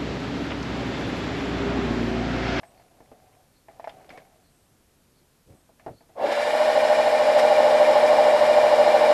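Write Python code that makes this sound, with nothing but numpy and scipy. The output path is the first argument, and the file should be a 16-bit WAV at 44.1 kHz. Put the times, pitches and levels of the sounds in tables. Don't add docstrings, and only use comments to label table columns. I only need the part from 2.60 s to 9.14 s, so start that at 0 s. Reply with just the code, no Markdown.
import sys
import numpy as np
from scipy import signal
from scipy.fft import rfft, irfft
from scipy.io import wavfile
from scipy.ndimage import map_coordinates

SR = 44100
rng = np.random.default_rng(int(sys.argv[2]) if len(sys.argv) > 2 else 0)


def to_wav(s):
    ch = np.atleast_2d(s).T
    pcm = np.round(np.clip(ch, -1, 1) * 32767)
    wavfile.write(sys.argv[1], SR, pcm.astype(np.int16))


N = 288369
TIME = np.arange(N) / SR


def drill(gear_full_db=-21.5, motor_full_db=-31, hiss_db=0.34):
    turns = chuck_turns()
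    hum_gain, rattle_gain, drive = effort()
    hum = hum_gain * gear_hum(turns) * backlash(turns)
    rattle = rattle_gain * gear_rattle(turns)
    gear_gain = rattle_gain / amp(gear_full_db)
    motor_gain = drive / amp(motor_full_db)
    tones = whine(turns, gear_gain, motor_gain) + motor_gain * chuck_rub(turns)
    return hum + rattle + tones + drive * amp(hiss_db) * hiss(turns)


START_S, SQUEEZE_S, LEAN_S, BITE_S = 3.545, 3.7, 4.4, 4.75
SQUEEZE_TAKES_S, LEAN_TAKES_S = .33, .4
PART_SPEED, FULL_SPEED, LEAN_DROP, SAG_PER_S = 12.7, 13.38, .14, .022
SPIN_LAG, SPIN_UP_S = .2, .025
TIGHT_AT = 5.067


def chuck_turns():
    spin = 1 - SPIN_LAG * np.exp(-np.maximum(TIME - START_S, 0) / SPIN_UP_S)
    free = PART_SPEED + (FULL_SPEED - PART_SPEED) * ease(SQUEEZE_S, SQUEEZE_TAKES_S)
    drag = LEAN_DROP * ease(LEAN_S, LEAN_TAKES_S) + SAG_PER_S * np.maximum(TIME - BITE_S, 0)
    turns = np.cumsum(spin * (free - drag)) / SR
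    return turns - np.interp(TIGHT_AT, TIME, turns)


GEAR_ATTACK_S, MOTOR_ATTACK_S = 0.078, .2
LOAD_RISE_S, BITE_RISE_S, BITE_SHARE = 0.51, 0.041, 0.32
HUM_DB, HUM_LOAD_DB = -18, 8.5
RATTLE_DB, RATTLE_LOAD_DB = -21, 6.5
HISS_DB, HISS_LOAD_DB = -32, 1.5
DEEPER_DB_PER_S = 0.5
JOLT_S, JOLT_LENGTH_S, JOLT_DB = 3.651, 0.0083, -16.5


def effort():
    squeezed, bitten = ease(SQUEEZE_S, LOAD_RISE_S), ease(BITE_S, BITE_RISE_S)
    slack = 1 - (1 - BITE_SHARE) * squeezed - BITE_SHARE * bitten
    gears, motor = ease(START_S, GEAR_ATTACK_S), ease(START_S, MOTOR_ATTACK_S)
    jolt = amp(JOLT_DB) * swell(JOLT_S, JOLT_LENGTH_S)
    hum = motor * amp(HUM_DB - HUM_LOAD_DB * slack) + jolt
    deeper_db = DEEPER_DB_PER_S * np.maximum(TIME - BITE_S, 0)
    rattle = gears * amp(RATTLE_DB - RATTLE_LOAD_DB * slack + deeper_db)
    return hum, rattle, motor * amp(HISS_DB - HISS_LOAD_DB * slack)


# cycles in a turn of the chuck, relative level in dB.
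MESH_TONES = [(44, -9), (45, -4), (46, -2), (48, -26)]


def gear_hum(turns):
    tones = unit(sum(amp(db) * np.exp(2j * np.pi * round(k) * turns) for k, db in MESH_TONES))
    swing = tones / (1 + (abs(tones) / 1.45) ** 4) ** .25
    judder = 1 + .1 * drift(hz=25) + .11 * drift(hz=130)
    return unit((swing * judder).real)


def backlash(turns, at_turn=.685, width=0.03, slack_db=-5, take_up=0.082, clap_db=4):
    since = turns % 1 - at_turn
    gap = np.exp(-(since / width) ** 2)
    clap = np.exp(-((since - take_up) / width) ** 2)
    return amp(slack_db * gap + clap_db * clap)


# frequency in Hz, relative level in dB per Hz.
HOUSING_COLOUR = [(40, -41), (90, -27.5), (180, -29.5), (290, -15.5), (410, -16.5), (500, -5), (560, 1.5),
                  (650, 2), (730, -2.5), (830, 0.5), (960, -9.5), (1120, -10.5), (1300, -24), (2500, -53)]


def gear_rattle(turns, throb_db=1.0):
    return colour(scrape(turns, repeat=0.35) * tight_spot(turns, throb_db), HOUSING_COLOUR)


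def tight_spot(turns, depth_db):
    return unit(amp(depth_db * np.tanh(2 * np.cos(2 * np.pi * turns))))


def scrape(turns, repeat, size=3300):
    worn = map_coordinates(rng.standard_normal(size), [turns % 1 * size], order=3, mode="grid-wrap")
    share = np.clip(repeat, 0, 1)
    return np.sqrt(share) * unit(worn) + np.sqrt(1 - share) * rng.standard_normal(N)


# cycles in a turn of the chuck, level in dB before the load gain, roughness from 0 to 1.
WHINE_TONES = [(12, -58, .1), (18, -46, .1), (24, -50, .2), (25, -53, .1), (36, -43, .2), (41, -33, .2),
               (51, -37, .3), (60, -34, .5), (64, -36, .3), (69, -40, .2), (72, -41, .2), (81, -46, .3),
               (108, -48, .3), (109, -48, .3), (114, -51, .3), (132, -47, .2), (136, -41, .2),
               (138, -47, .3), (161, -49, .5), (216, -45.5, .4), (270, -53, .7), (288, -48.5, .4),
               (313, -48.5, .5), (359, -54, .7), (387, -57, .9), (540, -60, .5), (553, -63, .5),
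               (695, -68, .6), (720, -68, .7)]


def whine(turns, gear_gain, motor_gain, throb_db=2.0, motor_throb_db=2.0):
    out = np.zeros(N)
    slow = gear_gain * tight_spot(turns, throb_db)
    fast = motor_gain * tight_spot(turns, motor_throb_db)
    for k, db, rough in WHINE_TONES:
        blur = np.sqrt(1 - rough ** 2) + rough * drift(hz=26.0)
        tone = (blur * np.exp(2j * np.pi * (k * turns + rng.random()))).real
        out += amp(db) * np.sqrt(2) * tone * (slow if k < 100 else fast)
    return out


def chuck_rub(turns, order=179.5, rub_db=-42, at_turn=.53, sharp=1.4, rough=.6):
    touch = unit(np.exp(sharp * np.cos(2 * np.pi * (turns - at_turn))))
    since = (turns - at_turn + .5) % 1
    ring = unit(((1 + rough * drift(hz=30)) * np.exp(2j * np.pi * order * since)).real)
    return amp(rub_db) * touch * ring


GEAR_RATIO = 24
# frequency in Hz, relative level in dB per Hz.
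HISS_COLOUR = [(400, -51), (1400, 0.5), (2150, 0.5), (2420, -1.5), (2560, -9), (2900, -6), (4400, -11.5),
               (5300, -10), (6200, -21), (7300, -19), (9200, -22), (9800, -27.5), (11500, -24),
               (13300, -43)]


def hiss(turns, flutter=0.034, throb_db=0.88, loose_turn=0.5, treble_hz=4000, dull_db=-8, brighten_s=0.3):
    pulse = 1 + flutter * np.cos(2 * np.pi * GEAR_RATIO * turns)
    throb = amp(throb_db * np.cos(2 * np.pi * (turns - loose_turn)))
    scratch = colour(scrape(turns, repeat=0.26) * pulse * throb, HISS_COLOUR)
    low = signal.sosfiltfilt(signal.butter(2, treble_hz, fs=SR, output="sos"), scratch)
    treble = scratch - low
    return low + treble * amp(dull_db * (1 - ease(START_S, brighten_s)))


# frequency in Hz, relative level in dB per Hz.
CASING_COLOUR = [(120, -34), (230, -6), (340, 0), (460, 0), (700, -12), (2000, -40)]


def shudder(s=3.665, level_db=-35, length=0.053):
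    return amp(level_db) * swell(s, length) * colour(rng.standard_normal(N), CASING_COLOUR)


SQUEAL_S, SQUEAL_HZ, SQUEAL_GAIN_DB = 3.68, 11200, -56.5
SQUEAL_ATTACK_S, SQUEAL_HOLD_S, SQUEAL_T60 = .17, 0.48, 1.0
# centre in seconds, level in dB, half-length in seconds.
BIT_SCRATCHES = [(3.725, -33.5, 0.012), (4.795, -26.5, 0.013)]


def bit(width_hz=60):
    seating = amp(SQUEAL_GAIN_DB) * stroke(SQUEAL_S, SQUEAL_ATTACK_S, SQUEAL_HOLD_S, SQUEAL_T60)
    squeal = seating * (drift(hz=width_hz) * np.exp(2j * np.pi * SQUEAL_HZ * TIME)).real
    bursts = sum(amp(db) * swell(s, length) for s, db, length in BIT_SCRATCHES)
    return squeal + bursts * colour(rng.standard_normal(N), HISS_COLOUR)


# start in seconds, body level in dB, body pitch in Hz, body ring t60 in seconds, snap level in dB,
# snap centre in Hz, thud level in dB (before the thuds are halved).
KNOCK_HITS = [(.032, -39, 676, 0.06, -38, 1890, -52), (.197, -46, 700, .04, -48, 1700, -58),
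              (.404, -40.5, 704, 0.031, -48, 1750, -45), (.516, -43, 624, .05, -46.5, 1410, -42),
              (.723, -56, 700, .03, -55, 1600, -64), (1.084, -39.5, 666, 0.065, -45, 1900, -44),
              (1.197, -24, 690, 0.022, -38, 1400, -61), (1.2425, -24.5, 710, 0.031, -33.5, 2100, -54),
              (1.2735, -19.5, 664, 0.03, -32.5, 1500, -65), (1.294, -40, 780, 0.045, -36, 3280, -62),
              (1.405, -40, 690, 0.032, -51, 2100, -62), (1.492, -38, 600, .04, -39, 3620, -59),
              (1.503, -48, 653, 0.083, -34, 2150, -45), (1.575, -48, 546, 0.056, -33, 2000, -39.5),
              (3.092, -49, 666, 0.04, -61, 1400, -51), (3.196, -46, 650, .03, -42.5, 1900, -62),
              (3.263, -24.5, 670, 0.039, -37.5, 1690, -29), (3.279, -32, 730, 0.056, -47, 1700, -42),
              (3.308, -53, 473, .04, -61, 1400, -60), (3.407, -50, 685, .06, -51, 1800, -50),
              (3.491, -52, 650, 0.062, -60, 1400, -52)]
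# frequency in Hz, ring t60 in seconds, relative level in dB.
SHELL_MODES = [(1027, 0.021, 21), (1220, 0.012, 4), (1590, 0.018, 1), (1770, 0.021, 6), (2048, 0.075, -9),
               (2233, 0.021, 2), (2820, 0.017, -5), (3200, 0.025, -6), (3570, 0.024, -5.5),
               (4460, 0.029, -11), (5080, .025, -1)]
# frequency in Hz, relative level in dB per Hz.
THUD_COLOUR = [(35, -8), (100, -10), (220, -2.5), (330, 0.5), (600, 0.5), (950, -12), (1400, -16),
               (4000, -56)]
# frequency in Hz, relative level in dB per Hz.
CRACK_COLOUR = [(500, -9), (1300, -1), (2300, 1), (3000, -8), (5300, -14.5), (6500, -20), (13000, -32)]


def knocks(crack_t60=0.085, crack_db=-15, thud_t60=0.15, rise=0.0013, upper=1.22, upper_db=-4, octaves=0.61):
    out, thuds, cracks = np.zeros(N), np.zeros(N), np.zeros(N)
    t = np.arange(SR // 4) / SR
    for s, body_db, hz, t60, snap_db, snap_hz, thud_db in KNOCK_HITS:
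        pair = np.sin(2 * np.pi * hz * t) + amp(upper_db) * np.sin(2 * np.pi * hz * upper * t)
        body = amp(body_db - 60 * t / t60) * pair
        snap = np.zeros(len(t))
        for mode_hz, ring_t60, db in SHELL_MODES:
            share = np.exp(-(np.log2(mode_hz / snap_hz) / octaves) ** 2)
            mode = np.sin(2 * np.pi * (mode_hz * t + rng.random()))
            snap += amp(db - 60 * t / ring_t60) * share * mode
        snap *= amp(snap_db) / abs(snap).max()
        add(out, s, (body + snap) * (1 - np.exp(-t / rise)))
        add(cracks, s, amp(snap_db + crack_db - 60 * t / crack_t60))
        add(thuds, s, amp(thud_db - 60 * t / thud_t60))
    thud = .5 * thuds * colour(rng.standard_normal(N), THUD_COLOUR)
    return out + thud + cracks * colour(rng.standard_normal(N), CRACK_COLOUR)


def workshop(x, t60=0.15, wet_db=-11):
    t = np.arange(SR // 2) / SR
    taps = rng.standard_normal(len(t)) * amp(-60 * t / t60) * (t > .004)
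    return x + amp(wet_db) * signal.fftconvolve(x, taps / np.linalg.norm(taps))[:N]


# start in seconds, length in seconds, level in dB, fade t60 in seconds.
SLIDE_STROKES = [(-.02, 0.23, -58.5, .9), (0.294, .5, -62, 0.57), (1.084, 0.52, -57.5, 1.5),
                 (1.266, 0.19, -55.5, .3), (1.502, 0.068, -50, 0.28), (2.888, 0.035, -61, 0.53),
                 (3.18, .12, -64, .4), (3.48, 0.053, -63, 0.22)]
SLIDE_ATTACK_S = 0.02
# centre in seconds, half-length in seconds, level in dB.
SOFT_BUMPS = [(1.35, .25, -67), (2.627, .05, -68), (2.905, 0.032, -50.5), (2.946, 0.017, -51),
              (3.313, 0.04, -49.5)]
STIR_DB = -67.5
# frequency in Hz, relative level in dB per Hz.
RUB_COLOUR = [(150, -13), (300, -8), (520, -5), (650, 1), (750, 0), (900, -10.5), (1300, -19),
              (2200, -21.5), (3000, -25), (6000, -31), (12000, -35)]
# frequency in Hz, relative level in dB per Hz.
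RUMBLE_COLOUR = [(25, -17), (70, -3), (140, -1), (210, -11), (320, -12.5), (550, -13.5), (1100, -43)]


def handling(patchy_db=2, ring_hz=748, ring_width_hz=35, ring_db=-7, ticks_db=-13):
    strokes = [amp(db) * stroke(s, SLIDE_ATTACK_S, length, t60) for s, length, db, t60 in SLIDE_STROKES]
    rub = np.sqrt(sum(level ** 2 for level in strokes))
    bumps = [amp(db) * swell(s, length) for s, length, db in SOFT_BUMPS]
    rumble = np.sqrt(amp(STIR_DB) ** 2 + sum(level ** 2 for level in bumps))
    grip = amp(patchy_db * drift(hz=60).real)
    ring = unit((drift(hz=ring_width_hz) * np.exp(2j * np.pi * ring_hz * TIME)).real)
    friction = colour(grip * rng.standard_normal(N), RUB_COLOUR)
    slide = unit(friction + amp(ring_db) * ring + amp(ticks_db) * ticks())
    return rub * slide + rumble * colour(rng.standard_normal(N), RUMBLE_COLOUR)


def ticks(per_s=70, spread_db=4, tick_t60=.02):
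    size = amp(spread_db * np.minimum(rng.exponential(1, N), 3)) * (rng.random(N) < per_s / SR)
    decay = amp(-60 * np.arange(SR // 10) / SR / tick_t60)
    return colour(signal.fftconvolve(size, decay)[:N] * rng.standard_normal(N), CRACK_COLOUR)


SQUEAK_S, SQUEAK_HOLD_S, SQUEAK_T60, SQUEAK_HZ, SQUEAK_DB = 1.497, .07, .25, 2220, -59.5


def squeak(width_hz=130, attack=.008):
    tone = unit((drift(hz=width_hz) * np.exp(2j * np.pi * SQUEAK_HZ * TIME)).real)
    return amp(SQUEAK_DB) * stroke(SQUEAK_S, attack, SQUEAK_HOLD_S, SQUEAK_T60) * tone


# centre in seconds, centre frequency in Hz, level in dB, half-length in seconds.
HIGH_PUFFS = [(.08, 8250, -69, .04), (0.197, 4450, -70, .03), (.97, 4350, -72, .035),
              (1.87, 4300, -73, .04), (1.983, 8180, -75, 0.12), (2.59, 4400, -73, .035),
              (2.98, 8250, -74, .09), (3.378, 4350, -69.5, 0.05)]


def high_puffs(width_hz=280):
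    out, bins = np.zeros(N), np.fft.rfftfreq(N, 1 / SR)
    for s, hz, db, length in HIGH_PUFFS:
        band_shape = np.exp(-((bins - hz) / width_hz) ** 2 / 2)
        band = irfft(rfft(rng.standard_normal(N)) * band_shape, N)
        out += amp(db) * swell(s, length) * unit(band)
    return out


# frequency in Hz, relative level in dB per Hz.
ROOM_COLOUR = [(15, -29), (25, 0), (127, -8.5), (208, -6), (244, -6), (507, -13), (750, -14.5), (1520, -18),
               (2140, -20.5), (3700, -22), (13000, -23)]
ROOM_DB = -63


def room():
    return amp(ROOM_DB) * colour(rng.standard_normal(N), ROOM_COLOUR)


def amp(db):
    return 10 ** (np.asarray(db) / 20)


def unit(x):
    return x / np.sqrt(np.mean(np.abs(x) ** 2) + 1e-20)


def colour(x, spectrum):
    hz, db = np.transpose(spectrum)
    bins = np.fft.rfftfreq(N, 1 / SR)
    gain = amp(np.interp(np.log(bins + 1), np.log(hz), db))
    return unit(irfft(rfft(x) * gain, N))


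def drift(hz):
    knots = np.arange(0, TIME[-1] + 1, 1 / 400)
    z = np.fft.fft(rng.standard_normal((len(knots), 2)) @ [1, 1j])
    z = np.fft.ifft(z * np.exp(-(np.fft.fftfreq(len(knots), knots[1]) / hz) ** 2))
    return unit(np.interp(TIME, knots, z))


def ease(start, takes):
    return np.sin(np.pi / 2 * np.clip((TIME - start) / takes, 0, 1)) ** 2


def stroke(start, attack, length, t60):
    return ease(start, attack) * amp(-60 * np.maximum(TIME - start - length, 0) / t60)


def swell(s, length):
    return np.exp(-((TIME - s) / length) ** 2)


def add(mix, s, sound):
    part = mix[max(round(s * SR), 0):][:len(sound)]
    part += sound[:len(part)]


def scene():
    drilling = drill() + shudder() + bit()
    hands = workshop(knocks()) + handling() + squeak()
    return (drilling + hands + room() + high_puffs())[None]


EDGE_HZ = 13400


def record(dry):
    lowpass = signal.firwin(511, EDGE_HZ, window=("kaiser", 9), fs=SR)
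    return signal.oaconvolve(dry, lowpass[None], "same")


dry = scene()
out = record(dry)
to_wav(out)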